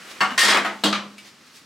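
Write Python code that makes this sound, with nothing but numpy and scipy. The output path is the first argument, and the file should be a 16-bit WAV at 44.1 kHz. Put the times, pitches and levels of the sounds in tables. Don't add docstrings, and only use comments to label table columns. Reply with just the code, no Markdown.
import sys
import numpy as np
from scipy import signal
from scipy.fft import rfft, irfft, next_fast_len
from scipy.io import wavfile
from scipy.ndimage import uniform_filter1d, minimum_filter1d

SR = 44100
rng = np.random.default_rng(int(sys.argv[2]) if len(sys.argv) > 2 else 0)


def waveform_to_disk(signal):
    frames = np.transpose(np.atleast_2d(signal))
    scaled = np.clip(frames, -1, 1) * 32767
    samples = np.round(scaled).astype(np.int16)
    wavfile.write(sys.argv[1], SR, samples)


N = 72765
TOP_HZ, LOW_RISE_S = 15900, 0.0089

# start_s, level_db, tilt_db_per_octave, ring_db, boom_db (the last two add to level_db)
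KNOCKS = [(0.206, -19, 2, 7.5, -31), (0.2098, -15, 1, 0, -20), (.305, -28.5, 1.5, -6, -35)]
CLATTERS = [(0.3784, -16, -1.4, 8.5, -49), (.390, -17, 1.5, -0.5, -48), (.405, -17.5, 1, 8.5, -33.5),
            (.431, -17.5, -0.7, 3.5, -20), (.449, -16, -1.8, -7, -17.5), (0.4827, -14.5, -2.4, 0.5, -34),
            (.493, -18.5, -1, 7, -34), (.513, -20.5, -5.5, -6.5, -34)]
TUMBLES = [(.432, -20.5, -1, -4, -20), (.485, -20.5, -3.5, 5, -31), (.524, -19, 0.8, 4, -34),
           (.546, -17.5, -0.3, 4, -35), (.555, -20, -.5, 0, -30), (.570, -20, 1, 2.5, -16.5)]
CLUNKS = [(.648, -24, -0.7, 4, -30), (.657, -26.5, -0.7, 7, -13)]
THUDS = [(.837, -19, -0.83, -2.5, -2.5), (0.8394, -17, 2.06, -13, -24), (0.849, -26, 0.54, 13.5, -11),
         (.862, -26.5, 1.3, -15, -40)]
REBOUNDS = [(.928, -20, 0.66, 0.69, -34), (.952, -27.5, 0.45, 3.7, -32)]
TICKS = [(1.181, -41, 1.2, 6, -14)]
# frequency_hz, gain_db
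BRIGHT_EQ = [(120, -48), (350, -18.5), (850, -15.5), (1150, -5.5), (1950, -4), (2500, -6.5), (3300, -4),
             (7300, -12.5), (8300, -9.5), (9500, -16.5), (15500, -30.5)]
DULL_EQ = [(59, -59), (110, -31), (201, -18.5), (313, -7), (403, -12.5), (800, -3.5), (1880, -2),
           (7730, -25), (15500, -40)]


def knock():
    modes = [(755, -9.5, .3), (968, -13, .15), (1130, -7, .17), (1216, -11, .25), (1398, -11, .3),
             (1602, -11, .33), (1820, -10, .22), (2140, -16, .3), (2708, -18, .19), (2794, -12.5, .16),
             (4484, -14.5, .2), (7720, -27, .22), (7920, -28, .22)]
    eq = [(60, -46), (150, -16.5), (550, -13.5), (1170, 0), (1800, -5.5), (1970, -12), (2250, -9.5),
          (2560, -15.5), (2830, -6), (3320, -19.5), (4700, -21.5), (15500, -48)]
    return blows(KNOCKS, modes, eq, crack_db=-1.5, snap_db=-21)


def clatter():
    modes = [(1075, -18, .25), (1255, -21, .3), (1826, -9, .28), (1859, -10.5, .28), (2072, -13, .3),
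             (2676, -16, .2), (2840, -20, .35), (3377, -18, .42), (4343, -21, .35), (4680, -20, .28),
             (4985, -21, .25), (5812, -19, .22), (8500, -23, .25), (10315, -32, .3)]
    return blows(CLATTERS, modes, BRIGHT_EQ, crack_db=-0.5, snap_db=-14)


def tumble():
    modes = [(1160, -14, .3), (1255, -15, .3), (1545, -15, .22), (1631, -15, .22), (2960, -17, .2),
             (3372, -15, .2), (3974, -17, .2)]
    return blows(TUMBLES, modes, DULL_EQ, crack_db=-1.5, snap_db=-3.5)


def clunk():
    modes = [(661, -15, .28), (777, -9.5, .27), (880, -20, .6), (1276, -14, .32), (1465, -13, .2),
             (1884, -13, .25), (2010, -13, .22)]
    return blows(CLUNKS, modes, DULL_EQ, crack_db=-0.5, snap_db=-7)


def set_down():
    modes = [(307, -8, .28), (1160, -9, .2), (3278, -18, .28), (7671, -27, .23)]
    eq = [(60, -38.5), (206, -10.5), (394, -8), (792, -3.5), (931, -7.5), (1170, -7.5), (1290, -7),
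          (2200, -14), (2530, -16.5), (2780, -9.5), (3760, -8.5), (6120, -21.5), (7720, -23.5),
          (15500, -40.5)]
    return blows(THUDS, modes, eq, crack_db=-1.0, snap_db=-2.5)


def rebound():
    modes = [(1012, -19, .35), (1160, -12, .22), (1208, -9, .25), (1360, -2, .07), (2982, -18, .3)]
    eq = [(180, -40), (300, -18), (631, -9.5), (937, -10), (1180, 1.5), (1540, -7), (3690, -9),
          (7140, -26.5), (15500, -54)]
    return blows(REBOUNDS, modes, eq, crack_db=-1.5, snap_db=2)


def tick():
    modes = [(2290, -9, .17), (2620, -8, .09), (2843, -13, .2), (3015, -8, .09)]
    return blows(TICKS, modes, BRIGHT_EQ, crack_db=-4.5, snap_db=-5)


def blows(hits, modes, eq, crack_db, snap_db, snap_s=0.003):
    out, t = np.zeros((2, N + SR)), np.arange(SR * 3 // 4) / SR
    snap = 1 + amp(snap_db) * np.exp(-t / snap_s)
    hz = np.arange(0, TOP_HZ, 45)
    overtones_db = 3 * (hz > 2000) * rng.standard_normal(len(hz))
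    body_eq = np.transpose([hz, along(eq, hz) + overtones_db])
    for start_s, level_db, tilt, ring_db, _ in hits:
        impact = amp(crack_db) * coloured(snap * crack(t), body_eq, tilt)
        blow = impact + amp(ring_db) * ring(modes, t)
        out[:, round(start_s * SR):][:, :len(t)] += amp(level_db) * blow
    return out[:, :N]


def crack(t, direct_db=-15, echo_db=-13, echoes=8, spread_s=0.028, build_s=0.00047):
    room_decay = [(150, 0.94), (400, 0.47), (1000, 0.36), (2800, 0.3), (7000, 0.3), (14000, 0.18)]
    hz, age_s, noise = signal.stft(rng.standard_normal((2, len(t))), SR, nperseg=256)
    decay = amp(-60 * age_s / along(room_decay, hz)[:, None])
    mid_side = signal.istft(noise * decay, SR, nperseg=256)[1][:, :len(t)]
    mid_side *= 1 - np.exp(-t / build_s)
    tail_size = np.linalg.norm(mid_side[0])
    mid_side[0, 0] += amp(direct_db) * tail_size
    echo_at = (rng.random(echoes) ** 2 * spread_s * SR).astype(int)
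    mid_side[0, echo_at] += amp(echo_db) * tail_size * rng.uniform(-0.89, 1, echoes)
    return mid_side


def ring(modes, t, rise_s=0.00069, flutter_depth=0.53, flutter_hz_per_khz=19.8):
    out = 0
    for pitch_hz, level_db, t60_s in modes:
        flutter_step = t * flutter_hz_per_khz * pitch_hz / 1000
        flutter = flutter_depth * rng.standard_normal((2, 256))
        swell, phase = [np.interp(flutter_step, np.arange(256), row) for row in flutter]
        tone = np.sin(2 * np.pi * (pitch_hz * t + rng.random()) + phase)
        out += amp(level_db - 60 * t / t60_s) * (1 + swell) * tone
    return out * (1 - np.exp(-t / rise_s))


def room_boom(pitch_hz=204, t60_s=0.64, dip_db=-14, dip_at_s=0.39, dip_width_s=0.035):
    t, power = np.arange(N) / SR, 0
    for start_s, level_db, _, _, boom_db in (KNOCKS + CLATTERS + TUMBLES + CLUNKS
                                             + THUDS + REBOUNDS + TICKS):
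        power += low_envelope(np.maximum(t - start_s, 0), level_db + boom_db, t60_s) ** 2
    dip = amp(dip_db * np.exp(-((t - dip_at_s) / dip_width_s) ** 2))
    return dip * np.sqrt(2 * power) * np.sin(2 * np.pi * (pitch_hz * t + rng.random()))


def bump():
    touches = [(0.312, -32.5, 244)]
    out = 0
    for start_s, level_db, pitch_hz in touches:
        age_s = np.maximum(np.arange(N) / SR - start_s, 0)
        out += 2 * low_envelope(age_s, level_db, t60_s=0.14) * np.sin(2 * np.pi * pitch_hz * age_s)
    return out


def handling():
    rustle_fader = [(0, -44), (.1, -41), (.2, -42.5), (.78, -46.5), (.9, -49), (1.3, -54.5)]
    rustle_eq = [(30, -25), (250, -6.5), (980, -9.5), (1170, -2), (1550, -5), (1880, -3), (2250, -5),
                 (8090, -16.5), (15500, -31)]
    scuffs = [(0.116, -40.5, 0.0095, -2.5), (1.271, -46.5, 0.023, -3), (1.476, -53.5, 0.017, -2.5),
              (1.569, -47, 0.019, -0.5)]
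    scuff_eq = [(100, -26), (1000, -8.5), (2300, -2), (5000, 1), (8000, -5), (15000, -15.5)]
    t = np.arange(N) / SR
    out = amp(np.interp(t, *np.transpose(rustle_fader))) * hiss(rustle_eq)
    for centre_s, level_db, width_s, tilt in scuffs:
        swell = amp(level_db) / (1 + ((t - centre_s) / width_s) ** 2 / 2)
        out += swell * hiss(scuff_eq, tilt)
    return out


def room_tone(level_db=-54.5):
    # frequency_hz, gain_db
    eq = [(25, -32), (221, -2.5), (482, -16), (1710, -20.5), (4870, -16), (15500, -41)]
    return amp(level_db) * hiss(eq)


def low_envelope(age_s, level_db, t60_s):
    return amp(level_db - 60 * age_s / t60_s) * (1 - np.exp(-age_s / LOW_RISE_S))


def hiss(eq, tilt=0):
    return unit(coloured(rng.standard_normal((2, N)), eq, tilt))


def coloured(mid_side, eq, tilt=0):
    width = [(60, -10), (200, -19), (500, -11.5), (1500, -9.5), (6000, -8), (13000, -12.5)]
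    size = 2 * next_fast_len(mid_side.shape[1])
    hz = np.fft.rfftfreq(size, 1 / SR)
    gain = unit(amp(along(eq, hz) + tilt * np.log2(np.maximum(hz, 200))))
    cepstrum = irfft(np.log(gain + 1e-6))
    cepstrum[1:size // 2] *= 2
    cepstrum[size // 2 + 1:] = 0
    mid, side = rfft(mid_side, size) * np.exp(rfft(cepstrum))
    side *= amp(along(width, hz))
    return irfft([mid + side, mid - side], size)[:, :mid_side.shape[1]]


def along(curve, hz):
    points_hz, values = np.transpose(curve)
    return np.interp(np.log(hz + 1), np.log(points_hz + 1), values)


def amp(db):
    return 10 ** (np.asarray(db) / 20)


def unit(x):
    return x / np.sqrt(np.mean(x ** 2) + 1e-20)


def scene():
    objects = knock() + clatter() + tumble() + clunk() + set_down() + rebound() + tick()
    pan = amp([[0.5], [-0.5]])
    return objects * pan + handling() + room_boom() + bump() + room_tone()


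def record(dry, low_cut_hz=78, ceiling_db=-5.5, hold_s=0.0022):
    dry = signal.sosfilt(signal.butter(2, low_cut_hz, 'highpass', fs=SR, output='sos'), dry)
    hold = int(hold_s * SR)
    needed_gain = np.minimum(1, amp(ceiling_db) / (np.abs(dry).max(0) + 1e-9))
    limited = dry * uniform_filter1d(minimum_filter1d(needed_gain, hold), hold)
    size = next_fast_len(N + SR // 2)
    passband = np.fft.rfftfreq(size, 1 / SR) < TOP_HZ
    return irfft(rfft(limited, size) * passband, size)[:, :N]


dry = scene()
out = record(dry)
waveform_to_disk(out)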